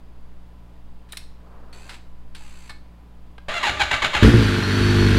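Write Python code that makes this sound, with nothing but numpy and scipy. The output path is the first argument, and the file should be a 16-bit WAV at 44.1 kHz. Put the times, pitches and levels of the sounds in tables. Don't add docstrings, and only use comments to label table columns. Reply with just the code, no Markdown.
import sys
import numpy as np
from scipy import signal
from scipy.fft import rfft, irfft, next_fast_len
from scipy.io import wavfile
from scipy.ndimage import map_coordinates

SR = 44100
rng = np.random.default_rng(int(sys.argv[2]) if len(sys.argv) > 2 else 0)


def waveform_to_disk(signal):
    frames = np.transpose(np.atleast_2d(signal))
    scaled = np.clip(frames, -1, 1) * 32767
    samples = np.round(scaled).astype(np.int16)
    wavfile.write(sys.argv[1], SR, samples)


N = 228471
T = np.arange(N) / SR
STARTER_ON_S, CATCH_S = 3.482, 4.223

# frequency_hz, level_db
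PIPE_SPECTRUM = [(5, -60), (22, -19), (45, 3), (75, 5.5), (230, -4), (330, -1), (440, -0.5), (540, -19.5),
                 (900, -35), (4000, -75)]


def from_db(db):
    return np.exp(np.asarray(db) * (np.log(10) / 20))


def rms_one(x):
    return x / np.sqrt(np.mean(x ** 2) + 1e-20)


def in_time(rows):
    times, *columns = np.transpose(rows)
    return [np.interp(T, times, column) for column in columns]


def since(start_s):
    return np.maximum(T - start_s, 0)


def gate(start_s, end_s, rise_s, fall_s):
    return np.clip((T - start_s) / rise_s, 0, 1) * np.exp(-since(end_s) / fall_s)


def drift(rate):
    coarse = T[::32]
    slow = map_coordinates(rng.standard_normal(8192), [coarse * rate * 2], order=2, mode="wrap")
    return np.interp(T, coarse, rms_one(slow))


def ticks(turns):
    return np.diff(np.floor(turns), prepend=np.floor(turns[0]))


def at_hz(points, hz):
    frequencies, values = np.transpose(points)
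    return np.interp(np.log(hz + 1e-9), np.log(frequencies), values)


def shaped(x, spectrum, tilt_db=0):
    size = next_fast_len(len(x) + SR // 8)
    hz = np.arange(size // 2 + 1) * SR / size
    gain = from_db(at_hz(spectrum, hz) + tilt_db * np.log2(hz + 1))
    return irfft(rfft(x, size) * gain, size)[:len(x)]


def noise(spectrum, tilt_db=0, samples=N):
    return rms_one(shaped(rng.standard_normal(samples), spectrum, tilt_db))


def ring(x, hz, t60_s):
    radius, angle = from_db(-60 / (t60_s * SR)), 2 * np.pi * hz / SR
    return signal.lfilter([0, np.sin(angle)], [1, -2 * radius * np.cos(angle), radius ** 2], x + 1e-18)


def peak(x, hz, width_hz):
    return signal.lfilter(*signal.iirpeak(hz, hz / width_hz, SR), x)


def resonant(x, modes):
    return rms_one(x + sum(from_db(db) * peak(x, hz, width_hz) for hz, width_hz, db in modes))


def scattered(x, decay_s):
    t = T[:SR // 5]
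    echoes = rng.standard_normal(len(t)) * np.exp(-t / decay_s)
    return signal.fftconvolve(x, echoes / np.linalg.norm(echoes))[:N]


def garage(x, wet_db):
    # frequency_hz, t60_s
    decay_times = [(100, 0.6), (1000, 0.24), (4000, 0.48), (8000, 0.3), (16000, 0.29)]
    t, tail = T[:SR // 2], 0
    edges_hz = np.geomspace(60, 16000, 8)
    for low, high in zip(edges_hz, edges_hz[1:]):
        bandpass = signal.butter(2, [low, high], "band", fs=SR, output="sos")
        band = signal.sosfilt(bandpass, rng.standard_normal(len(t)))
        tail += band * from_db(-60 * t / at_hz(decay_times, np.sqrt(low * high)))
    tail *= t > .004
    return x + from_db(wet_db) * signal.fftconvolve(x, tail / np.linalg.norm(tail))[:N]


def hum(waver_db=0.2):
    # pitch_hz, level_db
    tones = [(58.2, -46.5), (116.2, -59.5), (174.3, -56.5), (236, -68.5), (291.5, -66.5), (1001, -71)]
    out = 0
    for hz, db in tones:
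        amplitude = np.sqrt(2) * from_db(db + waver_db * drift(3.36))
        out += amplitude * np.sin(2 * np.pi * hz * T + 0.13 * drift(1.88))
    return out


def room_tone(hiss_db=-57.5, rumble_db=-38):
    # frequency_hz, level_db
    hiss_spectrum = [(120, -45), (220, -3), (300, -7.5), (490, -8), (1000, -11.5), (1550, -18.5),
                     (3300, -24), (4300, -28.5), (4750, -26.5), (5400, -33.5), (10000, -37), (15500, -39.5)]
    # frequency_hz, level_db
    rumble_spectrum = [(1, -44), (4, -15), (8, 12), (14, -7.5), (25, -38), (45, -29), (80, -26.5),
                       (120, -27), (220, -32.5), (400, -63), (1500, -72)]
    return from_db(hiss_db) * noise(hiss_spectrum) + from_db(rumble_db) * noise(rumble_spectrum)


def clicks(ring_t60_s=0.024, rise_s=0.0018, hold_s=0.003):
    # start_s, level_db, tilt_db_per_octave, t60_s, ring_hz, ring_db
    contacts = [(1.088, -56.5, 0.5, 0.37, 4120, -10), (1.121, -35.5, 9.5, 0.043, 3960, -3.5),
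                (1.13, -34.5, -3.5, 0.02, 1860, -3.5), (1.170, -30, 5.5, 0.033, 4220, -11),
                (1.727, -45, 1.5, 0.073, 4520, -2.5), (1.892, -37.5, -0.5, 0.19, 2200, -18),
                (1.941, -40.5, -1, 0.046, 4220, -18), (2.348, -39, 1, 0.081, 4450, -10),
                (2.694, -38, -0.5, 0.096, 1756, -5), (2.702, -43, -6.5, 0.027, 4280, 6.5),
                (3.380, -38.5, -5, 0.019, 1615, -5), (3.483, -27, -5.5, 0.17, 664, -3)]
    # frequency_hz, level_db
    crack_spectrum = [(200, -22), (500, -9.5), (1000, 1), (1900, 4), (3000, 1), (4200, 2), (5300, -6),
                      (6600, -13.5), (8800, -8), (12000, -20.5), (16000, -32)]
    out, t = np.zeros(N), T[:SR // 4]
    for start_s, db, tilt_db, t60_s, ring_hz, ring_db in contacts:
        envelope = np.minimum(t / rise_s, 1) * from_db(-60 * np.maximum(t - hold_s, 0) / t60_s)
        crack = from_db(db) * envelope * noise(crack_spectrum, tilt_db, len(t))
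        ringing = from_db(ring_db) * np.std(crack) * rms_one(ring(crack, ring_hz, ring_t60_s))
        at = round(start_s * SR)
        out[at:at + len(t)] += crack + ringing
    return out


def rustle(level_db=-53.5):
    # frequency_hz, level_db
    spectrum = [(120, -15), (250, 4.5), (800, 5), (1450, -0.5), (2200, -15), (6000, -30), (16000, -47)]
    swell = gate(start_s=1.33, end_s=1.93, rise_s=.22, fall_s=0.09)
    return swell * from_db(level_db + drift(29.9)) * noise(spectrum)


def servo(pulse_db=3.5, buzz_db=-2, segments=6):
    # start_s, end_s, level_db, first_turns_per_s, last_turns_per_s
    runs = [(1.732, 1.956, -53, 80, 94), (2.357, 2.702, -53.5, 76, 52)]
    # pitch_hz, width_hz, gain_db
    housing_modes = [(2570, 290, -2), (4630, 370, -4), (6200, 400, 4.5), (7650, 500, 0), (9600, 400, -4),
                     (11100, 600, -3), (13400, 250, 7)]
    # frequency_hz, gain_db
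    colour = [(410, -47), (700, -22), (818, 5.5), (1210, -2), (1450, 1), (2530, -0.5), (3360, -4),
              (4520, -2.5), (5500, -16), (7600, -6), (15500, -28.5)]
    out = 0
    for start_s, end_s, db, first_rate, last_rate in runs:
        turns = np.cumsum(np.interp(T, [start_s, end_s], [first_rate, last_rate])) / SR
        brushes = from_db(buzz_db) * rms_one(ticks(segments * turns)) + rng.standard_normal(N)
        whirr = rms_one(shaped(resonant(brushes, housing_modes), colour))
        pulsing = from_db(db + pulse_db * np.cos(2 * np.pi * turns))
        out += gate(start_s, end_s, rise_s=0.007, fall_s=0.019) * pulsing * whirr
    return out


def end_stop(start_s=2.695, blow_db=-35.5):
    # pitch_hz, gain_db, t60_s
    modes = [(830, -15, 0.38), (1180, -10, 0.094), (1760, 0, 0.049), (2207, -9, 0.21), (3095, -21, 0.13),
             (4188, -14, 0.14), (4576, -18, 0.11)]
    blow = np.zeros(N)
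    blow[round(start_s * SR)] = from_db(blow_db)
    return sum(from_db(db) * ring(blow, hz, t60_s) for hz, db, t60_s in modes)


def starter_motor_gain(base_db=-27.5, sag_db_per_s=5, inrush_s=0.034, overrun_s=0.053):
    inrush_db = 3.5 * np.exp(-since(STARTER_ON_S) / inrush_s)
    overrun_db = 12 * np.exp(-np.maximum(CATCH_S - T, 0) / overrun_s)
    db = base_db - sag_db_per_s * since(STARTER_ON_S) + inrush_db + overrun_db
    return from_db(db) * gate(STARTER_ON_S, CATCH_S, rise_s=0.0081, fall_s=0.043)


def gear_mesh(mesh_hz, grind_db, jitter=.085, spread_s=0.001594):
    grind = from_db(grind_db)
    teeth_passed = np.cumsum(mesh_hz * (1 + jitter * grind * drift(350))) / SR
    blows = ticks(teeth_passed) * from_db(2 * grind * rng.standard_normal(N))
    hz = np.arange(N // 2 + 1) * SR / N
    lag_s = spread_s * np.exp(-hz / 5000)
    phase = 2 * np.pi * np.cumsum(lag_s) * SR / N
    dispersed = irfft(rfft(blows - blows.mean()) * np.exp(-1j * phase), N)
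    return (rms_one(dispersed) + grind * rng.standard_normal(N)) / np.sqrt(1 + grind ** 2)


def starter(free_hz=590, chatter_db=3.0, level_db=-23):
    # start_s, length_s, relative_db, first_mesh_hz, last_mesh_hz, grind_db
    strokes = [(3.534, .047, -24.5, 700.2, 680, -14.5), (3.624, .073, -19, 1060, 720, -3.5),
               (3.793, .033, -14.5, 850, 768, -5), (3.906, .046, -16.5, 1023, 574, -2.5),
               (4.018, .042, -16.5, 1072, 620, -2.5), (4.131, .044, -16.5, 1100, 650, -2.5)]
    # pitch_hz, width_hz, gain_db
    case_modes = [(635, 32, 5.5), (833, 51, 3.5), (1187, 27, 4), (1520, 39, -5.5), (2010, 71, -3.5),
                  (2264, 63, 1.5), (2750, 105, -4)]
    # frequency_hz, gain_db
    colour = [(120, -21), (250, -7.5), (480, -9.5), (640, -8), (1000, -4), (1600, -1), (2500, -5),
              (3900, -6.5), (4600, -16), (5700, -24.5), (6900, -18), (8300, -29), (11000, -35),
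              (15500, -51)]
    load, mesh_path = 0, []
    for start_s, length_s, db, first_hz, last_hz, grind_db in strokes:
        end_s = start_s + length_s
        load += from_db(db) * gate(start_s, end_s, rise_s=0.0076, fall_s=0.012)
        mesh_path += [(start_s, first_hz, grind_db),
                      (start_s + length_s / 2, np.sqrt(first_hz * last_hz), grind_db),
                      (end_s, last_hz, grind_db),
                      (end_s + .03, free_hz, grind_db)]
    loaded = load * gear_mesh(*in_time(mesh_path)) * from_db(chatter_db * drift(130))
    free = starter_motor_gain() * gear_mesh(free_hz * (1 + .02 * drift(10)), grind_db=1)
    gears = shaped(resonant(loaded + free, case_modes), colour)
    cranking = (T > strokes[0][0]) & (T < CATCH_S)
    return from_db(level_db) * gears / np.std(gears[cranking])


def puffs(gain_db=-8, hold_s=0.023):
    # start_s, relative_db
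    compressions = [(3.691, -24), (3.791, -28.5), (3.914, -27), (4.02, -26.5), (4.145, -23.5)]
    flow = sum(from_db(db + gain_db) * gate(start_s, start_s + hold_s, rise_s=0.0048, fall_s=0.067)
               for start_s, db in compressions)
    return flow * noise(PIPE_SPECTRUM, tilt_db=-3.5)


def driven(idle_db, slope, idle_effort_db=-15):
    # time_s, effort_db
    effort = [(4.23, -12), (4.27, -4.5), (4.31, -15.5), (4.388, -11), (4.604, -23), (4.83, -16),
              (5.16, -13)]
    return from_db(idle_db + slope * (in_time(effort)[0] - idle_effort_db))


def exhaust(turns, uneven_db=2.5, gas_db=-10, settle_s=0.067, misfire_db=23, ragged_db=8.5):
    # multiple_of_crank_speed, relative_db
    orders = [(1.5, -9), (2.5, -8), (3, -1), (3.5, -16), (4, 2.5), (4.5, -12.5), (5, 0), (5.5, -12),
              (6, -4.5), (6.5, -28), (7, -8.5), (7.5, -30), (8, -5), (8.5, -38), (9, -8.5), (9.5, -33),
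              (10, -52)]
    # pitch_hz, width_hz, gain_db
    silencer_modes = [(255, 12, -2.5), (284, 5.1, 5), (352.5, 10, 11.5), (435.3, 22, 3.5)]
    # frequency_hz, gain_db
    silencer_loss = [(50, -0.5), (380, -3.5), (440, -3), (470, -8), (540, -2), (700, -32)]
    angle = 2 * np.pi * turns
    overtones = sum(from_db(db + drift(6)) * np.cos(order * angle + rng.normal()) for order, db in orders)
    overtones *= from_db(uneven_db * drift(50))
    overtones = shaped(resonant(overtones, silencer_modes), silencer_loss)
    overtones /= np.std(overtones[T > CATCH_S])
    crank_tone = driven(idle_db=-26.5, slope=1.8) * np.cos(0.99 * angle)
    firing_tone = driven(idle_db=-18, slope=1.1) * np.cos(2 * angle)
    ragged = np.exp(-since(CATCH_S) / settle_s)
    throb = from_db(-misfire_db * ragged) * np.sqrt(2) * (crank_tone + firing_tone)
    gas = from_db(gas_db + ragged_db * ragged) * noise(PIPE_SPECTRUM, tilt_db=-0.5)
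    return throb + driven(idle_db=-19.5, slope=.8) * (overtones + gas)


def bangs(band_hz=(55, 520)):
    # start_s, relative_db
    firings = [(4.2256, -6.5), (4.247, -3), (4.2662, -10), (4.279, -9), (4.34, -8.5)]
    # pitch_hz, gain_db, t60_s
    pipe_modes = [(64, -2, 0.18), (114.2, 2.5, 0.13), (217.8, 1.5, 0.068), (300, -8, 0.098),
                  (349, -10.5, 0.14), (425, -3.5, 0.027)]
    kicks = np.zeros(N)
    for start_s, db in firings:
        kicks[round(start_s * SR)] = -from_db(db)
    ringing = sum(from_db(db) * ring(kicks, hz, t60_s) for hz, db, t60_s in pipe_modes)
    return signal.sosfilt(signal.butter(2, band_hz, "band", fs=SR, output="sos"), ringing)


def clatter(turns, knock_db=-1, pulse_db=1.5, knock_s=0.0079):
    # frequency_hz, gain_db
    colour = [(310, -29), (520, -9.5), (625, -4.5), (721, -10), (831, -6.5), (1270, -4), (1470, 1.5),
              (1890, -3), (2900, -6), (3960, -7), (4320, -10.5), (4770, -14), (6420, -21), (11800, -29.5),
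              (15500, -45)]
    blows = [ticks(turns / 2 + cylinder / 4) * from_db(2 * rng.standard_normal(N))
             for cylinder in range(4)]
    valves = sum(scattered(blow, knock_s) for blow in blows)
    piston_slap = scattered(ticks(turns), knock_s)
    hiss = rng.standard_normal(N) * from_db(pulse_db * np.cos(2 * np.pi * 2 * turns))
    rattle = from_db(knock_db) * rms_one(valves + piston_slap) + rms_one(hiss)
    return rms_one(shaped(rattle, colour))


def gear_whine(turns, teeth=88, second_teeth=118, second_db=-11, waver_db=3.0, rasp_rad=0.37):
    angle = 2 * np.pi * turns
    sway = np.sin(angle) + rasp_rad * drift(120)
    mesh = np.sin(teeth * angle + sway) + from_db(second_db) * np.sin(second_teeth * angle + sway)
    fade_in = gate(start_s=4.33, end_s=T[-1], rise_s=0.22, fall_s=1)
    return mesh * from_db(waver_db * drift(40)) * fade_in


def engine(whine_db=-8, jolt_db=9, jolt_s=0.033, boom_db=-3):
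    # time_s, turns_per_s
    crank_speed = [(4.22, 52.7), (4.308, 59.0), (4.386, 55.8), (4.476, 50.8), (4.646, 47.9), (4.74, 50.6),
                   (4.946, 50.3), (5.074, 49.3), (5.17, 49.5)]
    turns = np.cumsum(in_time(crank_speed)[0] * (1 + .0035 * drift(40))) / SR
    running = gate(CATCH_S, T[-1], rise_s=0.0088, fall_s=1)
    jolt = from_db(jolt_db * np.exp(-since(CATCH_S) / jolt_s))
    metal = garage(clatter(turns), wet_db=-8.5) + from_db(whine_db) * gear_whine(turns)
    metal *= running * jolt * driven(idle_db=-26.5, slope=0.23)
    pipe = running * exhaust(turns) + bangs()
    boom = from_db(boom_db) * peak(pipe, hz=117.8, width_hz=2)
    return pipe + boom + metal


def scene():
    # frequency_hz, gain_db
    stereo_width = [(100, -62), (3500, -58), (6000, -32), (7200, -15), (15000, 2)]
    switching_on = garage(clicks() + servo() + end_stop(), wet_db=-10)
    cranking = garage(starter(), wet_db=-7.5) + puffs()
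    mid = switching_on + cranking + engine() + hum() + rustle() + room_tone()
    side = shaped(mid, stereo_width) * drift(400)
    return np.array([mid + side, mid - side])


def record(dry, ceiling=.95, cutoff_hz=15800):
    rounded = dry / (1 + (dry / ceiling) ** 6) ** (1 / 6)
    return signal.sosfilt(signal.ellip(10, .1, 80, cutoff_hz, fs=SR, output="sos"), rounded)


dry = scene()
out = record(dry)
waveform_to_disk(out)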